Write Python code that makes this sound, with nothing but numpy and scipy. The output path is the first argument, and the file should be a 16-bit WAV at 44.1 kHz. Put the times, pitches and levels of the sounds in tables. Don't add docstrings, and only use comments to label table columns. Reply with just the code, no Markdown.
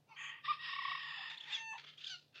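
import sys
import numpy as np
from scipy import signal
from scipy.fft import rfft, irfft
from scipy.io import wavfile

SR = 44100
rng = np.random.default_rng(int(sys.argv[2]) if len(sys.argv) > 2 else 0)


def master(y):
    cut = np.clip(np.atleast_2d(y).T, -1, 1)
    pcm = np.round(cut * 32767)
    wavfile.write(sys.argv[1], SR, pcm.astype(np.int16))


N = 105840
T = np.arange(N) / SR

# f/Hz, relative level/dB
SCREECH_THROAT_RESPONSE = [(560, -54.5), (900, -16), (1130, 7.5), (1350, -4.5), (1700, -7.5), (1870, 9),
                           (2050, -5), (2200, -1), (2420, -2), (2680, 6), (3250, 1.5), (3500, 2),
                           (3780, 4.5), (4000, -8.5), (4500, -10), (5100, -3.5), (5500, -11), (6000, -44.5),
                           (8000, -46.5), (8450, -24.5), (9100, -41.5), (13000, -72.5)]
HIGH_TONE_PARTIALS = [0, -22]


def undb(db):
    return 10 ** (np.asarray(db) / 20)


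def unit(x):
    return x / np.sqrt(np.mean(x ** 2))


def walk(hz):
    bin_hz = np.arange(N // 2 + 1) * SR / N
    spectrum = rfft(rng.standard_normal(N)) * np.exp(-(bin_hz / hz) ** 2)
    return unit(irfft(spectrum, N))


def colour(x, points, tilt_db=0):
    hz, db = np.array(points, float).T
    octave = np.log2(np.maximum(np.arange(N // 2 + 1) * SR / N, 1))
    below = np.maximum(np.log2(hz[0]) - octave, 0)
    tilted_db = db + tilt_db * np.log2(hz / hz[0])
    shape_db = np.interp(octave, np.log2(hz), tilted_db) - 10 * below
    cepstrum = irfft(np.log(undb(shape_db)), N)
    cepstrum[1:N // 2] *= 2
    cepstrum[N // 2 + 1:] = 0
    return unit(irfft(rfft(x) * np.exp(rfft(cepstrum)), N))


def envelope(rows, fade_s=0.0068):
    t, db = np.array(rows)[:, [0, -1]].T
    outside_s = np.maximum(np.maximum(t[0] - T, T - t[-1]), 0)
    return undb(np.interp(T, t, db)) * np.exp(-outside_s / fade_s)


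def bell(at_s, width_s):
    return np.exp(-.5 * ((T - at_s) / width_s) ** 2)


def tone(hz, partials_db, rough, half_db=None, flutter_db=0):
    phase = 2 * np.pi * np.cumsum(hz * (1 + rough * walk(228))) / SR
    gains = undb(partials_db) / np.linalg.norm(undb(partials_db))
    out = 0
    for k, gain in enumerate(gains):
        flutter = undb(flutter_db * min(k / 4, 1) * walk(21.4)) if flutter_db else 1
        out = out + np.sqrt(2) * gain * flutter * np.sin((k + 1) * phase)
    if half_db is not None:
        out = out * (1 + 2 * undb(half_db) * np.cos(phase / 2))
    shimmer_db = np.minimum(70 * rough, 3) * walk(87)
    return out * undb(shimmer_db)


def call(rows, partials_db, rough, half_db=None, flutter_db=0, bend_hz=0):
    t, hz, _ = np.array(rows).T
    pitch_hz = np.interp(T, t, hz) + bend_hz
    return envelope(rows) * tone(pitch_hz, partials_db, rough, half_db, flutter_db)


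def rasp(effort, throat):
    pulse_hz, pulse_jitter, scatter_db, air_share = 487.3, .25, 2.5, 0.5
    voice_hz, voice_wander, voice_db = 898.4, .085, 1
    flutter_db, flutter_hz = 0.76, 85.6
    phase = np.cumsum(pulse_hz * np.exp(pulse_jitter * walk(400))) / SR
    slaps = np.diff(np.floor(phase), prepend=0) * undb(scatter_db * walk(680))
    air = rng.standard_normal(N) * np.exp(-(phase % 1) / 2.1)
    lurching_hz = voice_hz * np.exp(voice_wander * walk(69.8))
    voice = tone(lurching_hz, np.zeros(8), rough=.015, flutter_db=2)
    grit = colour(unit(slaps - slaps.mean()) + air_share * unit(air), throat)
    mixed = unit(grit + undb(voice_db) * colour(voice, throat))
    return mixed * undb(flutter_db * walk(flutter_hz)) * envelope(effort)


def buzz(rows, throat, division=1, tilt_db=0):
    t, hz, _ = np.array(rows).T
    stack = tone(np.interp(T, t, hz) / division, np.zeros(20), rough=0.00485, flutter_db=7.5)
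    return envelope(rows) * colour(stack, throat, tilt_db)


def screech():
    # t/s, level/dB
    throbs = [(0.67, -57), (0.697, -50), (.734, -43), (0.766, -41.5), (0.792, -37.5), (0.824, -40.5),
              (0.855, -38), (.885, -38), (0.92, -37), (.954, -41.5), (.98, -46.5), (1.008, -54.5),
              (1.037, -49), (1.067, -54), (1.098, -55), (1.127, -51), (1.158, -58.5), (1.195, -56),
              (1.235, -54)]
    low_partials = [0, -8, -13.5]
    # t/s, f/Hz, level/dB
    high_track = [(.595, 1900, -56), (.65, 1893, -51.5), (.72, 1920, -45), (.85, 1923, -42.5),
                  (1., 1912, -44.5), (1.11, 1876, -48), (1.33, 1820, -65)]
    # t/s, level/dB
    main_effort = [(.595, -57), (.645, -44.5), (.73, -46), (.82, -49), (.91, -46), (.97, -48),
                   (1.02, -50.5), (1.06, -54)]
    closing_effort = [(1., -55), (1.04, -48), (1.15, -47.5), (1.22, -47.5), (1.28, -49), (1.34, -57),
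                      (1.38, -78.5)]
    # f/Hz, relative level/dB
    closing_throat = [(560, -51), (841, -15.5), (1130, -2.5), (1600, -14), (1830, 3), (2100, -11),
                      (2430, -6.5), (2640, 0.5), (3190, -6), (3510, 1), (4090, -18), (5120, -7.5),
                      (5760, -55), (6500, -45.5), (6870, -27.5), (7800, -39), (9500, -66)]
    low_hz, low_rough, throb_width_s = 1107, 0.026, 0.0038
    duck_db, sag_hz, sag_width_s = -26, 149, 0.006
    strength = undb([db for _, db in throbs])
    swells = np.array([bell(at_s, throb_width_s) for at_s, _ in throbs])
    flips = np.array([bell(at_s, sag_width_s) for at_s, _ in throbs])
    low = strength @ swells * tone(np.full(N, low_hz), low_partials, low_rough)
    dip_db = duck_db * np.sqrt(strength / strength.max()) @ flips
    bend_hz = -sag_hz * flips.sum(axis=0)
    high = call(high_track, HIGH_TONE_PARTIALS, rough=0.008, bend_hz=bend_hz) * undb(dip_db)
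    rasps = rasp(main_effort, SCREECH_THROAT_RESPONSE) + rasp(closing_effort, closing_throat)
    return low + high + rasps


def threats():
    # t/s, f/Hz, level/dB
    cluck_track = [(.093, 457.8, -66.5), (.125, 443.5, -60.5), (.155, 403, -68)]
    squawk_track = [(.44, 1169, -62), (.452, 1205, -47.5), (.463, 1026, -84.5), (.478, 1038, -45.5),
                    (.487, 1169, -33.5), (.503, 1224, -34), (.519, 1174, -32), (.525, 1065, -51)]
    crack_track = [(.438, 1790, -63), (.457, 1810, -47), (.469, 2000, -47.5)]
    squawk_partials = [2.7, -12.5, -11]
    # f/Hz, relative level/dB
    cluck_throat = [(600, -28), (880, 3.5), (1300, 0), (1700, -23), (2550, -1.5), (3200, -16.5),
                    (6200, -20.5), (7000, -50)]
    hiss_throat = [(720, -42), (890, -8.5), (992, -19.5), (1140, 3.5), (1290, -9.5), (1730, -9.5),
                   (1880, 6.5), (2090, -3), (2620, 1), (2870, -5), (3120, 1.5), (4100, -34), (4550, -24),
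                   (5600, -45.5), (9000, -65.5)]
    sizzle_throat = [(5900, -35), (6400, 2), (7400, -11), (8600, -30), (9500, -21.5), (13000, -57)]
    # t/s, level/dB
    hiss_effort = [(.17, -53), (.188, -49.5), (.25, -45.5), (.32, -49), (.37, -54.5), (.41, -63),
                   (.44, -82.5)]
    sizzle_effort = [(.17, -76.5), (.2, -65), (.25, -63.5), (.295, -65.5), (.34, -97)]
    squawk_effort = [(.432, -67.5), (.455, -44.5), (.478, -50.5), (.5, -46), (.535, -47), (.56, -57.5),
                     (.595, -63)]
    cluck_rasp_db = -3
    cluck = buzz(cluck_track, cluck_throat) + undb(cluck_rasp_db) * rasp(cluck_track, cluck_throat)
    hiss = rasp(hiss_effort, hiss_throat) + rasp(sizzle_effort, sizzle_throat)
    squawk = call(squawk_track, squawk_partials, rough=0.004, flutter_db=4.5)
    crack = call(crack_track, HIGH_TONE_PARTIALS, rough=0.02)
    return cluck + hiss + squawk + crack + rasp(squawk_effort, SCREECH_THROAT_RESPONSE)


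def alarm():
    # t/s, level/dB
    chatter_effort = [(1.285, -74.5), (1.305, -47.5), (1.36, -57.5), (1.42, -60), (1.495, -48.5),
                      (1.53, -47), (1.56, -51.5), (1.59, -52.5), (1.635, -65.5)]
    # f/Hz, relative level/dB
    chatter_throat = [(650, -27.5), (900, -16), (1690, -14), (1900, -7.5), (2490, -9), (3630, -10),
                      (4090, -18), (6870, -35), (8400, -47), (12000, -54)]
    # t/s, f/Hz at centre, level/dB
    chips = [(1.305, 3450, -49.5), (1.342, 3500, -51), (1.379, 3570, -49), (1.411, 3320, -47),
             (1.44, 3330, -51.5), (1.984, 3280, -49.5), (2.014, 3200, -53.5), (2.045, 3310, -50.5),
             (2.07, 3200, -44.5)]
    # t/s, f/Hz, level/dB
    first_track = [(1.505, 1763, -55.5), (1.525, 1830, -47.5), (1.55, 1709, -42.5), (1.575, 1660, -52),
                   (1.6, 1520, -62.5)]
    last_track = [(2.06, 1572, -62), (2.077, 1582, -56.5), (2.088, 1554, -61), (2.105, 1522, -48.5),
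                  (2.125, 1510, -48), (2.147, 1405, -48.5), (2.165, 1463, -58.5)]
    chip_partials = [0, -26]
    first_partials = [-22, 17.5, -14, -8]
    last_partials = [-10, -5, -10, -17, -32.5]
    chip_width_s, chip_rise_hz_per_s = 0.0041, 47000
    half_db, buzz_db, buzz_division = -19, 1, 4.5
    out = rasp(chatter_effort, chatter_throat)
    for at_s, hz, db in chips:
        pitch_hz = hz + chip_rise_hz_per_s * np.clip(T - at_s, -2 * chip_width_s, 2 * chip_width_s)
        out = out + undb(db) * bell(at_s, chip_width_s) * tone(pitch_hz, chip_partials, rough=.06)
    first = call(first_track, first_partials, rough=0.036, half_db=half_db)
    harsh = undb(buzz_db) * buzz(first_track, chatter_throat, buzz_division, tilt_db=10.0)
    last = call(last_track, last_partials, rough=0.0199, half_db=half_db, flutter_db=4.5)
    return out + first + harsh + last


def honk():
    # t/s, f/Hz, level/dB
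    note_track = [(1.565, 908, -54.5), (1.61, 901.4, -49), (1.685, 893.3, -46), (1.728, 882, -45.5),
                  (1.768, 891, -57)]
    break_track = [(1.727, 1050, -67), (1.74, 993, -47), (1.77, 892, -53)]
    note_partials = [-1.5, 1, 6.5, -15, -18.5, -32.5, -10, -26.5, -33.5]
    break_partials = [14, 1, 2.5, -9]
    # t/s, depth/dB re starting pitch
    tremble_depth = [(1.71, -52), (1.735, -39.5), (1.78, -40)]
    tremble_hz = note_track[0][1] * envelope(tremble_depth) * walk(170)
    note = call(note_track, note_partials, rough=0.0022, flutter_db=3.0, bend_hz=tremble_hz)
    return note + call(break_track, break_partials, rough=0.0613)


def grunts():
    # t/s, f/Hz at centre, level/dB
    notes = [(0.906, 743, -67.5), (1.192, 790, -59)]
    width_s, sag_hz_per_s = 0.016, 1100
    out = 0
    for at_s, hz, db in notes:
        pitch_hz = hz - sag_hz_per_s * (T - at_s)
        out = out + undb(db) * bell(at_s, width_s) * tone(pitch_hz, [0], rough=0.0285)
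    return out


def scuffle():
    # t/s, level/dB, decay/s, treble tilt/(dB/octave)
    strokes = [(1.783, -52, 0.032, 0.5), (1.848, -53, 0.012, -3.5), (1.875, -51.5, 0.041, -0.5),
               (1.984, -57.5, 0.039, 4.5), (2.015, -53, 0.05, 2), (2.046, -51.5, 0.018, 9.5),
               (2.078, -47.5, 0.057, 9), (2.354, -54, 0.17, -0.5)]
    # f/Hz, relative level/dB
    scuff_spectrum = [(400, -5.5), (904, -26), (1300, -6), (1940, -6.5), (3440, 2.5), (4280, -7),
                      (6680, -24), (8400, -44.5), (12000, -62.5)]
    attack_s, grain_db, flutter_db, flutter_hz, resonance_db = 0.0076, 1.5, 2.5, 85, 4
    bands_hz = np.geomspace(800, 8000, 24)
    taper = signal.windows.tukey(len(bands_hz))
    out = 0
    for at_s, db, decay_s, tilt_db in strokes:
        grain_level_db = grain_db * walk(500) + flutter_db * walk(flutter_hz)
        grain = rng.standard_normal(N) * undb(grain_level_db)
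        bands_db = resonance_db * rng.standard_normal(len(bands_hz)) * taper
        ringing = colour(grain, np.column_stack([bands_hz, bands_db]))
        stroke = np.exp(-np.maximum(at_s - T, 0) / attack_s - np.maximum(T - at_s, 0) / decay_s)
        out = out + undb(db) * stroke * colour(ringing, scuff_spectrum, tilt_db)
    return out


def pen(x):
    echo_db, t60_s, delay_s = -10.5, 0.21, 0.0059
    tail = rng.standard_normal(N) * np.exp(-np.log(1000) * T / t60_s) * (T > delay_s)
    return x + undb(echo_db) * signal.fftconvolve(x, tail / np.linalg.norm(tail))[:N]


def background():
    # f/Hz, relative level/dB
    air_spectrum = [(30, -40), (118, -12), (200, -16.5), (700, -20), (1200, -30.5), (4040, -33),
                    (9500, -43)]
    air_db, hum_hz, hum_db, waver_db = -76.5, 148.5, -78.5, 4
    level_db = hum_db + waver_db * walk(8.9)
    hum = tone(hum_hz * (1 + 0.014 * walk(9.2)), [0], rough=0.0066) * undb(level_db)
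    return hum + undb(air_db) * colour(rng.standard_normal(N), air_spectrum)


def scene():
    birds = screech() + threats() + alarm() + honk() + grunts() + scuffle()
    return (pen(birds) + background())[None]


def record(dry):
    top_hz = 15700
    return signal.sosfilt(signal.ellip(8, .2, 70, top_hz, fs=SR, output="sos"), dry)


dry = scene()
out = record(dry)
master(out)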